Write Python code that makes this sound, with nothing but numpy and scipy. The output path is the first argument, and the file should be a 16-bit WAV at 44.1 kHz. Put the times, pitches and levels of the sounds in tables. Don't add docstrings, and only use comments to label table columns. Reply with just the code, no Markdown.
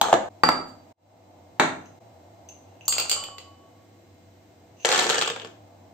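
import sys
import numpy as np
from scipy import signal
from scipy.fft import rfft, irfft, next_fast_len
from scipy.io import wavfile

SR = 44100
rng = np.random.default_rng(int(sys.argv[2]) if len(sys.argv) > 2 else 0)


def wrap_up_sound(samples):
    columns = np.atleast_2d(samples).T
    tamed = np.clip(columns, -1, 1)
    steps = np.round(tamed * 32767).astype(np.int16)
    wavfile.write(sys.argv[1], SR, steps)


N = 261513

# f/Hz, correlation/1
LIKENESS = [(30, .65), (120, .92), (280, .83), (600, .42), (1400, .04), (15000, 0)]
# f/Hz, level/dB, t60/s
FEEDER_MODES = [(356.3, -13, 0.3), (472, -6.5, 0.13), (520, -7.5, .11), (610, -17, 0.3), (750, -5.5, 0.071),
                (850, -6.5, 0.04), (1340, -7, 0.11), (1625, -6, 0.12), (1755, -6, 0.14)]
# f/Hz, level struck on wall/dB, level struck on foot/dB, t60/s
STEEL_MODES = [(1119, -22.5, -50, 1.5), (2358, -27, -15, .35), (2738, -18, -40, .4), (2829, -15, -40, .4),
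               (2997, -15.5, -45, .85), (4444, -19, -30, .3), (4515, -10, -24, .25), (4610, -20, -12, .15),
               (4657, -8, -6, .45), (4665, -20, -9, .4), (4688, -20, -7, .22), (4719, -20, -6, .28),
               (6718, -11, -36, .45), (6783, -15, -36, .45), (7405, -6, -30, .45), (7606, -1.5, -19, .45),
               (8245, -17, -34, .3), (8423, -15, -34, .3), (12980, -27, -32, .2)]
# f/Hz, relative level per Hz/dB
STEEL_CLICK = [(40, -61), (200, -27), (550, -8), (850, -12.5), (1200, -3.5), (1750, -9.5), (2700, 4.5),
               (3800, 1.5), (4650, 13), (5600, -4.5), (7000, 9), (8300, 5.5), (12500, -5.5), (15500, -1.5)]
# f/Hz, level/dB, t60/s
COUNTER_MODES = [(166, -6, .55), (260.3, -1, 0.63), (298, -4.5, 0.34), (407, -11.5, .35), (613, -4, .42),
                 (742, -3.5, .35)]
DULLING_DB_PER_OCTAVE_PER_DB = 0.21


def from_db(db):
    return 10 ** (np.asarray(db) / 20)


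def at_hz(points, hz):
    known_hz, values = np.transpose(points)
    return np.interp(np.log(np.maximum(hz, 1)), np.log(known_hz), values)


def diffuse_spectrum(size):
    hz = np.arange(size // 2 + 1) * SR / size
    alike = np.clip(at_hz(LIKENESS, hz), -1, 1)
    mid, side = rfft(rng.standard_normal((2, size)))
    common = np.sqrt(1 + alike) * mid
    opposed = np.sqrt(1 - alike) * side * [[1], [-1]]
    return hz, (common + opposed) / np.sqrt(2)


def contacts(s, level_db, tilt=0):
    dulling = DULLING_DB_PER_OCTAVE_PER_DB * np.minimum(level_db, 0)
    return np.column_stack([s, level_db, tilt + dulling])


def clumps(drops, count, scatter_s, rebound_db, loss_db, spread_db, tilt_spread):
    rows = []
    undo_dulling = [0, 0, -DULLING_DB_PER_OCTAVE_PER_DB * rebound_db]
    for s, level_db, brightness in drops:
        age = ((np.arange(count) + rng.random(count)) / count) ** 2
        size, tilt = np.clip(rng.standard_normal((2, count)), -2, 2)
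        force_db = level_db + rebound_db - loss_db * age + spread_db * size
        rebounds = contacts(s + scatter_s * age, force_db, brightness + tilt_spread * tilt)
        rows += [contacts(s, level_db, brightness), rebounds + undo_dulling]
    return np.vstack(rows)


def covered(hits, db_per_s):
    since_first_s = hits[:, 0] - hits[0, 0]
    return hits - np.outer(since_first_s, [0, db_per_s, 0])


def stream(flows, spread_db, tilt_spread):
    thinning_db = 11.5
    rows = []
    for start, attack, hold, release, per_s, level_db in flows:
        corners_s = np.cumsum([start, attack, hold, release])
        fullness = np.interp(np.arange(N) / SR, corners_s, [0, 1, 1, 0])
        chance = rng.random(N)
        size, tilt = rng.standard_normal((2, N))
        at = np.flatnonzero(chance < fullness * per_s / SR)
        thinned_db = level_db - thinning_db * (1 - fullness[at])
        force_db = thinned_db + spread_db * np.clip(size[at], -2, 1.5)
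        rows.append(np.column_stack([at / SR, force_db, tilt_spread * tilt[at]]))
    return np.vstack(rows)


def strike(hits, colour, vary_db, lag, rattle_db, rattle_t60, scatter=0, size=2048):
    bend_delay_s = .0006
    hz, t = np.arange(size // 2 + 1) * SR / size, np.arange(size) / SR
    out = np.zeros((2, N + size))
    octave = np.log2(np.clip(hz, 200, 9000) / 1000)
    knots = np.geomspace(200, 16000, num=24)
    draws = np.random.default_rng(rng.integers(2 ** 31))
    fade = from_db(-60 * t / rattle_t60) * (t > 0)
    fade = from_db(rattle_db) * fade / np.sqrt(np.sum(fade ** 2))
    apart = np.clip(1 - at_hz(LIKENESS, hz), 0, 1) / 2
    bend = np.exp(-4j * np.pi * bend_delay_s * np.sqrt(1000 * hz))
    for s, level_db, tilt in hits:
        luck = draws.standard_normal(len(knots) + 2)
        ripple_db = vary_db * np.interp(hz, knots, luck[2:])
        shape = from_db(at_hz(colour, hz) + tilt * octave + ripple_db)
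        shape = shape / np.sqrt(np.mean(shape ** 2))
        cepstrum = irfft(np.log(np.maximum(shape, 1e-3)))
        cepstrum[1:size // 2] *= 2
        spectrum = from_db(level_db) * bend * np.exp(rfft(cepstrum[:size // 2], size))
        mid, side = rfft(fade * draws.standard_normal((2, size)))
        for channel, sign in enumerate((1, -1)):
            rattle = np.sqrt(1 - apart) * mid + sign * np.sqrt(apart) * side
            at = round(s * SR + sign * (lag / 2 + scatter * luck[0]))
            pan = from_db(sign * scatter * luck[1] / 2)
            out[channel, at:at + size] += pan * irfft(spectrum * (1 + rattle))
    return out[:, :N]


def ring(hits, modes, vary_db, centre_hz):
    s, level_db, tilt = np.transpose(hits)
    out = np.zeros((2, N))
    draws = np.random.default_rng(rng.integers(2 ** 31))
    luck = draws.standard_normal((len(s), len(modes), 3)).T
    for k, (hz, mode_db, t60) in enumerate(modes):
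        r, w = from_db(-60 / (t60 * SR)), 2 * np.pi * hz / SR
        bright_db = tilt * np.log2(hz / centre_hz)
        strength = from_db(level_db + mode_db + bright_db + vary_db * luck[2, k])
        apart = np.sqrt(np.clip(1 - at_hz(LIKENESS, hz), 0, 1))
        for channel in (0, 1):
            clicks = np.full(N, 1e-18)
            at = np.round(s * SR + apart * luck[channel, k] / w).astype(int)
            np.add.at(clicks, at, strength)
            ringing = signal.lfilter([1, 0, -1], [1, -2 * r * np.cos(w), r * r], clicks)
            out[channel] += np.sqrt((1 - r * r) / 2) * ringing
    return out


def kitchen(x, room_db, size=32768):
    # f/Hz, t60/s
    room_t60 = [(120, 0.74), (400, 0.5), (1200, 0.41), (3500, 0.37), (8000, 0.36), (15000, 0.099)]
    hz, noise = diffuse_spectrum(size)
    t, centres = np.arange(size) / SR, np.geomspace(100, 16000, num=8)
    tail = 0
    for centre, share in zip(centres, np.eye(len(centres))):
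        band = irfft(noise * at_hz(np.column_stack([centres, share]), hz))
        tail = tail + band * from_db(-60 * t / at_hz(room_t60, centre))
    tail = tail * np.clip(t / 0.00014, 0, 1)
    tail = tail / np.sqrt(np.sum(tail ** 2) / 2)
    return x + from_db(room_db) * signal.fftconvolve(x, tail, axes=1)[:, :N]


def background():
    # f/Hz, relative level per Hz/dB
    air_colour = [(25, -37), (60, -21), (85, -10.5), (100, -0.5), (125, -11.5), (200, -9.5), (340, -7),
                  (450, -15.5), (680, -3.5), (1260, -23), (4000, -29.5), (7500, -31.5), (16000, -39.5)]
    # f/Hz, share/1
    midrange_share = [(400, 0), (600, 1), (1000, 1), (1600, 0)]
    # t/s, level/dB
    midrange_db = [(3.3, 1.5), (4.1, -6.5), (4.7, -3), (5.6, 1)]
    # f/Hz, RMS level/dB
    hum_tones = [(98, -58.5), (258, -74.5), (301, -67), (490, -67), (667, -71.5), (2110, -78.5),
                 (3978, -81.5)]
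    air_db, waver_rad = -53.5, 4.0
    hz, noise = diffuse_spectrum(next_fast_len(N, real=True) * 2)
    t, hum = np.arange(N) / SR, 0
    spectrum = noise * from_db(at_hz(air_colour, hz))
    air = irfft(spectrum)[:, :N]
    midrange = irfft(spectrum * at_hz(midrange_share, hz))[:, :N]
    sinking = midrange * (from_db(np.interp(t, *np.transpose(midrange_db))) - 1)
    for tone_hz, level_db in hum_tones:
        waver = np.interp(t, np.linspace(0, t[-1], num=40), rng.standard_normal(size=40))
        tone = np.sin(2 * np.pi * tone_hz * t + waver_rad * waver)
        hum = hum + np.sqrt(2) * from_db(level_db) * tone
    return from_db(air_db) * (air + sinking) / air.std() + hum


def feeder_set_down():
    # t/s, level/dB, brightness/(dB/octave)
    edge_knocks = [(.0134, 10.5, 1.5), (.0146, 8.5, 0), (.0178, 6.5, -5)]
    # t/s, level/dB, brightness/(dB/octave)
    flat_knocks = [(.128, 15.5, -1.5), (.1305, 13, 0), (.1395, 12, -.5), (.1485, 5, -1.5)]
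    # start/s, attack/s, hold/s, release/s, contacts/(1/s), level/dB
    slide = [(.02, .005, .085, .04, 650, -13.5)]
    # f/Hz, relative level per Hz/dB
    edge_crack = [(60, -34), (250, -25), (550, -14), (850, 0), (1300, -11), (1700, -21), (2500, -23),
                  (3100, -14), (4000, -16), (5200, -27), (6400, -18), (8000, -21), (13000, -31)]
    # f/Hz, relative level per Hz/dB
    thud_colour = [(60, -27), (150, -13.5), (270, -8), (420, -1), (520, 5.5), (780, 3), (1000, -2.5),
                   (1300, 0), (1800, -9.5), (2400, -17.5), (3500, -15.5), (5200, -28), (7000, -17.5),
                   (12500, -44.5), (15500, -36.5)]
    break_s, break_fade_s = .291, .003
    edge = strike(edge_knocks, edge_crack, vary_db=.5, lag=3, rattle_db=-4, rattle_t60=.025)
    sliding = stream(slide, spread_db=5.0, tilt_spread=1.0) + [0, 0, 1.2]
    hits = np.vstack([flat_knocks, sliding])
    thuds = strike(hits, thud_colour, vary_db=2.5, lag=-1.5, rattle_db=0, rattle_t60=0.025)
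    low_modes = [mode for mode in FEEDER_MODES if mode[0] < 1000]
    shell = from_db(-7.5) * ring(hits, low_modes, vary_db=0.0, centre_hz=787)
    until_break = np.clip((break_s - np.arange(N) / SR) / break_fade_s, 0, 1)
    return (kitchen(from_db(-4) * thuds + from_db(-1) * edge, room_db=-6) + shell) * until_break


def steel_set_down():
    # t/s, level/dB, brightness/(dB/octave)
    foot_knocks = [(.4348, 9, -1.23), (.4374, 3, -0.5), (.4888, 7.5, -1)]
    # start/s, attack/s, hold/s, release/s, contacts/(1/s), level/dB
    slide = [(.655, .025, .015, .045, 1400, -48)]
    # f/Hz, relative level per Hz/dB
    thud_colour = [(50, -21.5), (100, -20), (220, -8.5), (420, -8), (600, -2.5), (900, -4), (1350, 2),
                   (1800, -6), (2500, -16.5), (3300, -15), (4600, -26), (5400, -27), (7600, -21),
                   (13000, -33)]
    foot_modes = [(hz, foot_db, t60) for hz, wall_db, foot_db, t60 in STEEL_MODES]
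    knocks = strike(foot_knocks, thud_colour, vary_db=1.54, lag=3, rattle_db=3.5, rattle_t60=0.012)
    scrape = stream(slide, spread_db=2.5, tilt_spread=.5)
    nudge = strike(scrape, STEEL_CLICK, vary_db=2, lag=3, rattle_db=0, rattle_t60=.01)
    foot = from_db(-3.5) * ring(foot_knocks, foot_modes, vary_db=1, centre_hz=4000)
    counter = from_db(-12) * ring(foot_knocks, COUNTER_MODES, vary_db=1, centre_hz=400)
    return kitchen(knocks + nudge, room_db=-3.5) + kitchen(foot, room_db=-5) + counter


def cup():
    # t/s, level/dB, brightness/(dB/octave)
    cup_knocks = [(1.5974, 13, 2), (1.5996, 5.5, 3)]
    # t/s, level/dB, brightness/(dB/octave)
    cup_ticks = [(1.812, -45, 2), (1.858, -34, 2), (2.4882, -21, 5), (2.518, -41, 0.5), (2.614, -53, 4),
                 (2.6843, -45, -1), (2.7526, -49.5, -7.5), (2.8096, -30, -8), (2.8545, -25.5, 7)]
    # start/s, attack/s, hold/s, release/s, contacts/(1/s), level/dB
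    slide = [(4.765, 0.071, .015, 0.04, 600, -34)]
    # f/Hz, relative level per Hz/dB
    thud_colour = [(50, -34), (100, -8.5), (175, 2.5), (300, 1.5), (480, -10), (700, 2.5), (900, -3),
                   (1300, -3), (2100, -5.5), (2900, -17.5), (4000, -16), (5200, -34), (6500, -22),
                   (13000, -43.5)]
    # f/Hz, relative level per Hz/dB
    tick_colour = [(800, -28.5), (2800, -3), (4500, -5.5), (6200, -14.5), (9000, -13), (15000, -17)]
    # f/Hz, level/dB, t60/s
    cup_modes = [(2660, 0, .04), (2756, 3, 0.1), (2860, 0, .05), (6120, 3, .05), (6212, 7, 0.085),
                 (6300, 3, .06), (6632, -1, 0.06)]
    thump = strike(cup_knocks, thud_colour, vary_db=.8, lag=2, rattle_db=-5, rattle_t60=0.02)
    counter = from_db(-9) * ring(cup_knocks, COUNTER_MODES, vary_db=1, centre_hz=400)
    shifts = np.vstack([cup_ticks, stream(slide, spread_db=3.5, tilt_spread=0.75)])
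    ticks = strike(shifts, tick_colour, vary_db=2.5, lag=2, rattle_db=2, rattle_t60=0.04)
    wall = from_db(-8.5) * ring(shifts, cup_modes, vary_db=2.5, centre_hz=4500)
    bumps = kitchen(from_db(-2.5) * thump + from_db(-12.0) * ticks, room_db=1.5)
    return bumps + kitchen(wall, room_db=0.5) + counter


def pour_into_steel():
    # t/s, level/dB, brightness/(dB/octave)
    steel_drops = [(2.8803, 3.5, 8), (2.9247, -1.5, -2.5), (2.934, -29, -3), (2.982, -1, -3.5),
                   (2.998, -0.5, -1.5), (3.016, -17, -3), (3.0958, 0.5, -1), (3.1142, 2, -2.5),
                   (3.128, -7.5, -2.5), (3.2384, -12, -1), (3.3826, -17.5, -2.5)]
    # t/s, level/dB
    steel_rocks = [(2.882, -8), (2.966, -12), (2.994, -11.5), (3.054, -13), (3.125, -17), (3.164, -10),
                   (3.177, -17.5), (3.192, -23), (3.228, -16), (3.286, -17.5)]
    # t/s, level/dB
    steel_rolls = [(3.17, 10.5)]
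    # f/Hz, relative level per Hz/dB
    rock_tap = [(100, -25), (350, -19.5), (580, -6), (850, -6.5), (1300, 0), (1700, -23), (2500, -30),
                (8000, -47.5)]
    long_ring_s = .7
    beat_hz, beat_depth, beat_crest_s = 6.6, .95, 3.195
    left_db = -0.5
    hits = clumps(steel_drops, count=4, scatter_s=.05, rebound_db=-11.0, loss_db=22,
                  spread_db=2.5, tilt_spread=1.2)
    wall_modes = [(hz, wall_db, t60) for hz, wall_db, foot_db, t60 in STEEL_MODES]
    short_modes = [mode for mode in wall_modes if mode[2] < long_ring_s]
    long_modes = [mode for mode in wall_modes if mode[2] > long_ring_s]
    clicks = strike(hits, STEEL_CLICK, vary_db=1, lag=3, rattle_db=4, rattle_t60=0.02, scatter=1.1)
    rocks = contacts(*np.transpose(steel_rocks))
    rocking = strike(rocks, rock_tap, vary_db=0.0, lag=3, rattle_db=-6.5, rattle_t60=0.018)
    wall = from_db(3) * ring(covered(hits, db_per_s=26.0), short_modes, vary_db=4.5, centre_hz=4610)
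    rolls = contacts(*np.transpose(steel_rolls), tilt=-3.5)
    lowest, upper = [ring(rolls, [mode], vary_db=.5, centre_hz=2980) for mode in long_modes]
    since_crest_s = np.arange(N) / SR - beat_crest_s
    beat = np.sqrt(1 + beat_depth * np.cos(2 * np.pi * beat_hz * since_crest_s))
    bowl = from_db(-1.0) * kitchen(clicks + rocking, room_db=-2) + wall + lowest * beat + upper
    return from_db([[left_db], [-left_db]]) * bowl


def pour_into_feeder():
    # t/s, level/dB, brightness/(dB/octave), ping f/Hz, ping level/dB
    feeder_drops = [(4.8488, 5, -1.5, 1700, 1), (4.8555, 3, 1, 7200, 5), (4.8893, 4, 0, 3700, 2),
                    (4.9165, 2, -1, 2400, -1), (4.9256, 3.5, .5, 3350, 7), (4.946, 2.5, -1, 4200, -2),
                    (4.959, 2.5, -1, 3000, -3), (4.9775, 1, 0, 2300, -2), (4.9909, 2, .5, 4100, 2),
                    (4.995, 2, 1, 7000, 6), (5.0667, -2, .5, 5800, -6), (5.0929, -1, -1, 1800, -4),
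                    (5.0986, 3, -.5, 6000, -2), (5.107, -1, 0, 6500, -5), (5.1442, -1, 0, 3500, -3),
                    (5.156, -2, -1, 3000, -8), (5.1822, 2, -.5, 3200, -3), (5.2131, 0, .5, 3300, 4),
                    (5.2219, 1, 0, 2900, 1), (5.2766, -2, 0, 3100, -2), (5.3013, -7, 0, 3200, -3),
                    (5.362, -10, -1.5, 3200, -14), (5.3984, -17, 1.5, 3000, -13),
                    (5.4183, -18, 0, 3100, -14), (5.4476, -16, 0, 2900, -16), (5.4584, -23, 0, 3000, -22)]
    # start/s, attack/s, hold/s, release/s, contacts/(1/s), level/dB
    feeder_flow = [(4.85, .06, .14, .28, 620, -10)]
    # start/s, attack/s, hold/s, release/s, contacts/(1/s), level/dB
    heap_flow = [(5.05, .17, 0.07, 0.05, 300, -15)]
    # start/s, attack/s, hold/s, release/s, contacts/(1/s), level/dB
    heap_settle = [(5.37, .04, .03, .05, 240, -29)]
    # f/Hz, relative level per Hz/dB
    feeder_click = [(60, -52), (160, -15), (300, -9), (470, 1.5), (700, -4), (1000, -3), (1700, -1),
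                    (2200, -5), (3200, -1.5), (4500, -5), (5200, -8.5), (7500, -6), (12500, -29),
                    (15500, -30)]
    # f/Hz, relative level per Hz/dB
    pellet_click = [(60, -22.5), (800, -27), (2200, 9), (2700, 22), (3300, 21.5), (4400, -14.5),
                    (7000, -15.5), (15000, -24.5)]
    # multiple of ping f/1, level/dB, t60/s
    pellet_modes = [(1, -1, .006), (1.16, -4, .004)]
    left_db = 0.5
    landings = clumps([drop[:3] for drop in feeder_drops], count=4, scatter_s=.04, rebound_db=-6.0,
                      loss_db=4.0, spread_db=2, tilt_spread=0.5)
    hits = np.vstack([landings, stream(feeder_flow, spread_db=3.0, tilt_spread=2.5)])
    clicks = strike(hits, feeder_click, vary_db=5.0, lag=-2, rattle_db=1, rattle_t60=0.022, scatter=1.4)
    pings = 0
    for s, _, _, hz, ping_db in feeder_drops:
        modes = [(hz * ratio, db, t60) for ratio, db, t60 in pellet_modes]
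        pings = pings + ring([(s, ping_db, 0)], modes, vary_db=-0.5, centre_hz=hz)
    on_heap = np.vstack([stream(heap_flow, spread_db=7, tilt_spread=0.63),
                         stream(heap_settle, spread_db=4, tilt_spread=1.7)])
    heap = strike(on_heap, pellet_click, vary_db=1.5, lag=-8.5, rattle_db=-6.5, rattle_t60=0.0045,
                  scatter=6.0)
    shell = from_db(-8.5) * ring(covered(hits, db_per_s=2.5), FEEDER_MODES, vary_db=3, centre_hz=810)
    pellets = kitchen(clicks + from_db(-2.0) * pings + heap, room_db=-6.5)
    return from_db([[left_db], [-left_db]]) * (from_db(-3.0) * pellets + shell)


def dips():
    # t fully down/s, hold/s, depth/dB, recovery time constant/s
    dip_rows = [(0.293, .004, -8, .005), (0.929, 0.041, -33, 0.2), (1.992, 0.0084, -10.5, 0.0074)]
    fall_s = 0.0057
    t, gain = np.arange(N) / SR, 1
    for s, hold_s, depth_db, recovery_s in dip_rows:
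        fall = np.clip(1 + (t - s) / fall_s, 0, 1)
        down = fall * np.exp(-np.maximum(t - s - hold_s, 0) / recovery_s)
        gain = gain * (1 - (1 - from_db(depth_db)) * down)
    return gain


def scene():
    bowls_and_cup = feeder_set_down() + steel_set_down() + cup()
    return bowls_and_cup + pour_into_steel() + pour_into_feeder() + background()


def record(dry, ceiling=0.84):
    cutoff_hz = 15550
    notch = signal.cheby1(7, .5, [8600, 11700], "bandstop", fs=SR, output="sos")
    hollow = signal.sosfilt(notch, dry)
    x = (hollow + from_db(-47.5) * dry) * dips()
    x = x / (1 + (x / ceiling) ** 4) ** (1 / 4)
    return signal.sosfilt(signal.ellip(10, .2, 80, cutoff_hz, fs=SR, output="sos"), x)


dry = scene()
out = record(dry)
wrap_up_sound(out)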